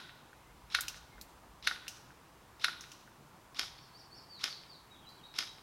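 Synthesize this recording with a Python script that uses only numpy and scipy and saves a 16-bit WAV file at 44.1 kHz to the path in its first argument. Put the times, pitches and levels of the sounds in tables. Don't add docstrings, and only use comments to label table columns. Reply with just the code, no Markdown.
import sys
import numpy as np
from scipy import signal
from scipy.fft import irfft
from scipy.io import wavfile
from scipy.ndimage import uniform_filter1d

SR = 44100
rng = np.random.default_rng(int(sys.argv[2]) if len(sys.argv) > 2 else 0)


def elevation(decibels):
    levels = np.asarray(decibels, float)
    return 10 ** (levels / 20)


def dump_mix(stems):
    frames = np.atleast_2d(stems).T
    limited = np.clip(frames, -1, 1)
    pcm = np.round(limited * 32767).astype(np.int16)
    wavfile.write(sys.argv[1], SR, pcm)


N = 247842

# (time [s], level [dB])
SHOTS = [
    [(-.1005, -11), (0.7495, -11.5), (1.674, -11.5), (2.645, -11)],
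    [(3.5946, -16), (4.4411, -16), (5.3888, -15.5)],
]
# (frequency [Hz], width [Hz], level [dB])
MUZZLE_MODES = [
    [(1470, 65, -17.5), (1730, 500, -14), (2600, 1560, -5.5), (3810, 690, -5.5), (5700, 900, -55),
     (9900, 750, -19), (294, 276, -23)],
    [(1500, 360, -21), (2038, 1300, -12.5), (3238, 130, -22), (3900, 1840, -5), (5070, 420, -9),
     (6850, 1200, -4.5), (11500, 1900, -17), (304, 320, -12)],
]


def rifle(place):
    t = np.arange(-.06, 1, 1 / SR)
    out = np.zeros(N)
    for muzzle, shots in enumerate(SHOTS):
        knocks, clean_slam, _ = stroke(t, muzzle)
        for slam_s, db in shots:
            fresh_rattle = .35 * stroke(t, muzzle)[2]
            blast = elevation(db) * ring(knocks + fresh_rattle, MUZZLE_MODES[muzzle])
            slam = elevation(db) * ring(clean_slam + fresh_rattle, MUZZLE_MODES[muzzle])
            gears = motor(t) + trigger(t)
            scatter = signal.fftconvolve(slam + gears, place)[:len(t)]
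            add(out, slam_s + t[0], blast + gears + walls(blast, muzzle) + scatter)
    return out


# straight path over the grass, level [dB]
SLAM_DB = [-1.5, -3]
# loose parts shaking around the slam, level [dB]
RATTLE_DB = [-27, -29]
# (first level [dB], last level [dB])
CHATTER_DB = [(-16, -17), (-19, -11)]
# (delay [s], level [dB])
REBOUND = [(.0005, -9), (.0009, -8)]
SUCK_S = [.00017, .00011]
# depth of that dip, level [dB]
SUCK_DB = [-8, -1]
BOUNCE_S = [.0035, .0031]
# (first level [dB], last level [dB])
BOUNCE_DB = [(-10, -15), (-12, -16)]
RUN_UP_S = .0041


def stroke(t, muzzle):
    def click(s):
        return np.sinc((t - s) * SR * .9)

    shake = (t > -RUN_UP_S) * np.exp(-abs(t) / np.where(t < 0, .006, .008))
    rattle_noise, air_noise = rng.standard_normal((len(t), 2)).T
    rattle = colour(rattle_noise * shake * elevation(RATTLE_DB[muzzle]), [(6000, 0), (8500, -10)])
    puff = np.exp(-abs(t - .0006) / .0014) * elevation(-15)
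    hiss = colour(air_noise * puff, [(6500, -30), (8500, 0)])

    rebound_s, rebound_db = REBOUND[muzzle]
    chatter_s = -RUN_UP_S * np.array([1, 2 / 3, 1 / 3])
    times = np.r_[chatter_s, rebound_s, BOUNCE_S[muzzle] * np.arange(1, 5)]
    chatter_db = np.linspace(*CHATTER_DB[muzzle], num=3)
    db = np.r_[chatter_db, rebound_db, np.linspace(*BOUNCE_DB[muzzle], num=4)]
    sign = np.where(times == BOUNCE_S[muzzle], -1, 1)
    bounces = colour(sign * elevation(db) @ click(times[:, None]), [(6000, 0), (8500, -12)])

    slam = click(0) - elevation(SUCK_DB[muzzle]) * click(-SUCK_S[muzzle])
    slam = colour(slam, [(6000, 0), (8500, -7)]) + hiss
    return elevation(SLAM_DB[muzzle]) * slam + bounces + rattle, slam, rattle


# (time from the slam [s], gear mesh [Hz], effort [dB])
MOTOR = [
    (-.0485, 700, -55),
    (-.045, 820, -60),
    (-.036, 990, -56),
    (-.024, 1300, -48),
    (-.011, 1567, -54),
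    (-.006, 1705, -46),
    (.015, 1800, -44.5),
    (0.052, 1500, -48.5),
    (.09, 874, -57),
]
# (multiple of mesh, level [dB])
MESH = [(1, -9), (2, -8), (3, -2), (4, -9), (5, -16), (6, -13)]
# (frequency [Hz], width [Hz], level [dB])
GEARBOX = [(2300, 320, -1.5), (3700, 740, 15.5), (5000, 620, 8.5), (7900, 1500, -18)]


def motor(t):
    s, mesh_hz, effort_db = np.transpose(MOTOR)
    speed = np.interp(t, s, mesh_hz) * rng.uniform(1.0, 1.04)
    uneven = 1 + .015 * evened(uniform_filter1d(rng.standard_normal(len(t)), size=40))
    turns = np.cumsum(speed * uneven) / SR
    whine = sum(elevation(db) * np.sin(2 * np.pi * (k * turns + rng.random())) for k, db in MESH)
    scrape = 0.48 + (turns % 1 < .3)
    grind = evened(ring(rng.standard_normal(len(t)) * scrape, GEARBOX))
    effort = elevation(np.interp(t, s, effort_db, left=-120, right=-120))
    load = np.clip(.25 - t / 0.014, .25, 1)
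    return effort * (grind + whine * load)


# (frequency [Hz], width [Hz], level [dB])
TRIGGER = [(3900, 220, -65), (5070, 210, -68), (1500, 690, -74)]


def trigger(t):
    return ring(rng.standard_normal(len(t)) * (abs(t + .0478) < .0007), TRIGGER)


# (delay [s], level with can [dB], level bare [dB], dulled above [Hz])
WALLS = [(.0182, -24, -9, 3900), (.0215, -26, -12, 3900), (.039, -5, -8, 1630), (0.0377, -20, -13, 4540),
         (0.087, -24.5, -20.5, 4470), (0.195, -26.5, -26, 3500), (.432, -27, -44, 1703),
         (.439, -33, -42, 1300)]


def walls(x, muzzle):
    out = np.zeros(len(x))
    for delay_s, *db, dull_hz in WALLS:
        lowpass = signal.butter(4, dull_hz, fs=SR, output="sos")
        add(out, delay_s, elevation(db[muzzle]) * signal.sosfilt(lowpass, x))
    return out


# (frequency [Hz], near t60 [s], far t60 [s], colour [dB])
LOT = [(296, 0.074, 0.39, 7), (940, 0.17, 0.56, 10.5), (1500, 0.22, .9, -2), (3500, 0.1, 0.9, -1),
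       (6130, 0.41, 0.72, -1.5), (10300, 0.46, 0.27, -4.5), (16000, 0.21, 0.23, 3)]
NEAR_DB, FAR_DB = -7, -13.5
SCATTER_RISE_S = .017


def lot():
    strength = elevation(2.0 * np.minimum(rng.exponential(1, SR), 2))
    taps = rng.standard_normal(SR) * strength * (rng.random(SR) < .4)
    hz, t, z = signal.stft(evened(taps), SR, nperseg=128)
    near = elevation(NEAR_DB - 60 * t / read(LOT, hz)[:, None])
    far = elevation(FAR_DB - 60 * t / read(LOT, hz, column=2)[:, None])
    tint = elevation(read(LOT, hz, column=3))[:, None]
    tail = signal.istft(z * np.hypot(near, far) * tint, SR, nperseg=128)[1][:SR]
    rise = np.clip(np.arange(SR) / SR / SCATTER_RISE_S, 0, 1) ** 2
    return tail * rise / np.sqrt(0.032 * SR)


# (frequency [Hz], level [dB])
PATH = [(100, -14.5), (500, -10.5), (950, -0.5), (1300, 2), (5600, 1), (6800, -4), (8000, -8),
        (11000, -4.5), (13000, -12), (16000, -25)]


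def across_lot(x):
    return colour(x, PATH)


# (time [s], level [dB], low ring share [dB], slow debris [dB])
PELLETS = [
    [(0.8075, -23, -10, -30), (1.2122, -34.5, -4.5, -24), (5.0896, -49, 14, -3.5)],
    [(.882, -25, 2.5, -18.5), (1.8805, -28, 4.5, -13), (2.8086, -35.5, -6, -8), (2.9172, -38.5, 7.5, -9)],
]
# (low ring [Hz], high ring [Hz], level at 3.3 kHz [dB], at 8 kHz [dB], at 16 kHz [dB])
STRUCK = [
    (4450, 13000, -3, 2, -8.5),
    (2842, 5700, -7, -4.5, -13),
]
# (time [s], spread [s], level [dB])
TREELINE = (0.091, 0.017, -11)
CRACK_S, DEBRIS_DB, TICK_DB = 0.00076, -2, -0.5
HUMP_DB, HUMP_OCTAVES = 9, 0.23


def pellets(place):
    t = np.arange(0, .6, 1 / SR)
    out = np.zeros(N)
    late_s, spread_s, swell_db = TREELINE
    place = place[:len(t)] * (1 + elevation(swell_db + 18.0) * np.exp(-((t - late_s) / spread_s) ** 2))
    hz = np.geomspace(900, 16000, num=60)

    def hump(ring_hz):
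        return np.exp(-(np.log2(hz / ring_hz) / HUMP_OCTAVES) ** 2)

    crack = t / CRACK_S * np.exp(1 - t / CRACK_S)
    onset = np.clip(t / 0.0012, 0, 1) ** 2
    impulse = np.exp(-t * SR)
    for hits, (low_hz, high_hz, low_end_db, mid_db, top_db) in zip(PELLETS, STRUCK):
        slope = read([(900, -48), (2200, low_end_db - 1), (3300, low_end_db), (4000, 1.5),
                      (8000, mid_db), (16000, top_db)], hz)
        for s, db, low_db, slow_db in hits:
            debris = elevation(DEBRIS_DB) * onset * (np.exp(-t / 0.011) + elevation(slow_db) * np.exp(-t / 0.11))
            bands = np.c_[hz, slope + (HUMP_DB + low_db) * hump(low_hz) + HUMP_DB * hump(high_hz)]
            tick = ring(impulse, [(low_hz, 450, TICK_DB + low_db), (high_hz, 600, TICK_DB)])
            hit = colour(rng.standard_normal(len(t)) * (crack + debris), bands) + tick
            snap = colour(impulse, bands)
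            snap = snap * np.linalg.norm(hit) / np.linalg.norm(snap)
            scatter = elevation(-4.5) * signal.fftconvolve(snap, place)[:len(t)]
            add(out, s, (hit + scatter) * elevation(db) / abs(hit).max())
    return out


# (start [s], length [s], first pitch [Hz], farthest pitch [Hz], level [dB])
ARCHES = [
    (3.758, .098, 4150, 5700, -59),
    (3.927, .097, 4250, 5750, -55),
    (4.1, .105, 4250, 5600, -53),
]
FALLS = [
    (1.09, 0.14, 2160, 1920, -70),
    (4.279, 0.12, 4700, 3565, -52.5),
    (4.494, 0.058, 4720, 3730, -47),
    (4.68, 0.082, 4750, 3550, -54.5),
    (5.016, 0.052, 3330, 2700, -64),
    (5.181, .04, 3370, 2720, -66),
]
FLICKS = [
    (.44, 0.09, 2036, 2600, -69.5),
    (4.895, 0.074, 3820, 3000, -61),
    (5.057, 0.054, 3930, 5200, -55),
    (5.227, .044, 3770, 5004, -52.5),
    (5.473, 0.033, 3870, 3900, -54.5),
]
FALL_BEND, FLICK_BEND = 2.1, 5
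ARCH_TOP, ARCH_WIDTH = .67, .2
ARCH_CREEP, ARCH_SINK = .55, -.5
LEAVES_S, LEAVES_DB, LEAVES_LINGER = .08, .5, .3


def bird():
    def arch(u):
        top = np.exp(-abs((u - ARCH_TOP) / ARCH_WIDTH) ** 1.8)
        drift = np.where(u < ARCH_TOP, ARCH_CREEP * u, ARCH_SINK * (u - ARCH_TOP))
        return top + (1 - top) * drift

    def fall(u):
        return u ** FALL_BEND

    def flick(u):
        return u ** FLICK_BEND

    out = np.zeros(N)
    for glide, notes in [(arch, ARCHES), (fall, FALLS), (flick, FLICKS)]:
        for s, *note in notes:
            add(out, s, whistle(glide, *note))
    t = np.arange(0, .7, 1 / SR)
    clumps = elevation(1.5 * evened(uniform_filter1d(rng.standard_normal(len(t)), size=300)))
    fade = 1 / (1 + (t / LEAVES_S) ** 4) + LEAVES_LINGER * elevation(-60 * t / .8)
    leaves = rng.standard_normal(len(t)) * clumps * fade
    return out + elevation(LEAVES_DB) * signal.fftconvolve(out, leaves / np.linalg.norm(leaves))[:N]


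SWELL, SWELL_DB, ACCENT, ACCENT_DB = .3, -18, .07, 5
STRAIN_DB_PER_OCTAVE = -13
HASTE_DB = -.22
WAVER = .004


def whistle(glide, length_s, first_hz, far_hz, db):
    u = np.arange(0, length_s, 1 / SR) / length_s
    hz = first_hz + (far_hz - first_hz) * glide(u)
    octaves = np.log2(hz / first_hz)
    swell_db = SWELL_DB * np.clip(1 - u / SWELL, 0, 1) + ACCENT_DB * np.exp(-((u - SWELL) / ACCENT) ** 2)
    haste_db = HASTE_DB * np.maximum(np.gradient(octaves), 0) * SR
    effort_db = db + swell_db + STRAIN_DB_PER_OCTAVE * abs(octaves) + haste_db
    flutter = 1 + 0.12 * evened(uniform_filter1d(rng.standard_normal(SR // 4), size=120))[:len(u)]
    waver = 1 + WAVER * evened(uniform_filter1d(rng.standard_normal(SR // 4), size=150))[:len(u)]
    tone = np.sin(2 * np.pi * np.cumsum(hz * waver) / SR)
    return elevation(effort_db) * flutter * tone * signal.windows.tukey(len(u), .2)


# (frequency [Hz], level per Hz [dB])
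AIR = [(20, -36), (32, -15), (50, -10), (80, -12.5), (125, -1.5), (190, -8.5), (300, -9), (340, -7.5),
       (390, -10.5), (590, -12.5), (980, -7.5), (2000, -18.5), (4200, -24), (14800, -31.5), (16000, -32)]
AIR_DB = -59.5


def air():
    frames, hz = N // 256 + 5, np.fft.rfftfreq(1024, 1 / SR)
    real, imag, patches = rng.standard_normal((frames, 513, 3)).T
    patches = evened(uniform_filter1d(uniform_filter1d(patches, 10, 0), 16, 1))
    drift_db = 1.0 * patches * np.clip(2500 / (hz + 1), .3, 1)[:, None]
    hum = (real + 1j * imag) * elevation(read(AIR, hz)[:, None] + drift_db)
    return elevation(AIR_DB) * evened(signal.istft(hum, nperseg=1024, noverlap=768)[1][:N])


# (time [s], level [dB], spread [s])
RUMBLE = [
    (.75, -57.5, .3),
    (1.1, -65, .15),
    (1.5, -61.5, 0.23),
    (2.55, -70, 0.15),
    (3.68, -61, 0.082),
    (5.33, -69, 0.087),
]
RUMBLE_DB = -69.5


def rumble():
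    t = np.arange(N) / SR
    swells = sum(elevation(db) * np.exp(-((t - s) / spread_s) ** 2) for s, db, spread_s in RUMBLE)
    level = elevation(RUMBLE_DB) + swells
    band = signal.butter(2, [42, 70], "bandpass", fs=SR, output="sos")
    return level * elevation(-6) * evened(signal.sosfilt(band, rng.standard_normal(N)))


# (frequency [Hz], level [dB])
APART = [(30, -40), (150, -12), (350, 2.5), (700, -1.5), (1500, -8), (4000, -5.5), (7000, -2.5),
         (10000, -1.5), (13000, -2.5), (16000, -12)]
APART_DB = -83.5


def amplifier_hiss():
    return elevation(APART_DB) * evened(colour(rng.standard_normal(N), APART))


def evened(x):
    return x / np.sqrt(np.mean(x ** 2) + 1e-20)


def read(points, hz, column=1):
    rows = np.array(points, float)
    return np.interp(np.log(hz + 1), np.log(rows[:, 0] + 1), rows[:, column])


def add(mix, s, sound):
    at = round(s * SR)
    part = mix[max(at, 0):][:len(sound) + min(at, 0)]
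    part += sound[max(-at, 0):][:len(part)]


def ring(x, modes):
    t = np.arange(2048) / SR
    body = sum(elevation(db) * np.exp(-np.pi * width_hz * t) * np.cos(2 * np.pi * hz * t)
               for hz, width_hz, db in modes)
    return signal.oaconvolve(x, body)[:len(x)]


def colour(x, points):
    taps = np.fft.fftshift(irfft(elevation(read(points, np.fft.rfftfreq(1024, 1 / SR)))))
    return signal.oaconvolve(x, taps * np.hanning(1024), "same")


def scene():
    place = lot()
    background = air() + rumble()
    shots = across_lot(rifle(place))
    return np.tile(background + shots + pellets(place) + bird(), (2, 1))


def roll_off(x):
    return signal.sosfilt(signal.butter(12, 16500, fs=SR, output="sos"), x)


def record(dry):
    hiss = amplifier_hiss()
    limited = colour(dry[0], [(15950, 0), (16150, -22), (16500, -30)])
    mix = limited + np.outer([1, -1], hiss)
    return roll_off(mix)


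dry = scene()
out = record(dry)
dump_mix(out)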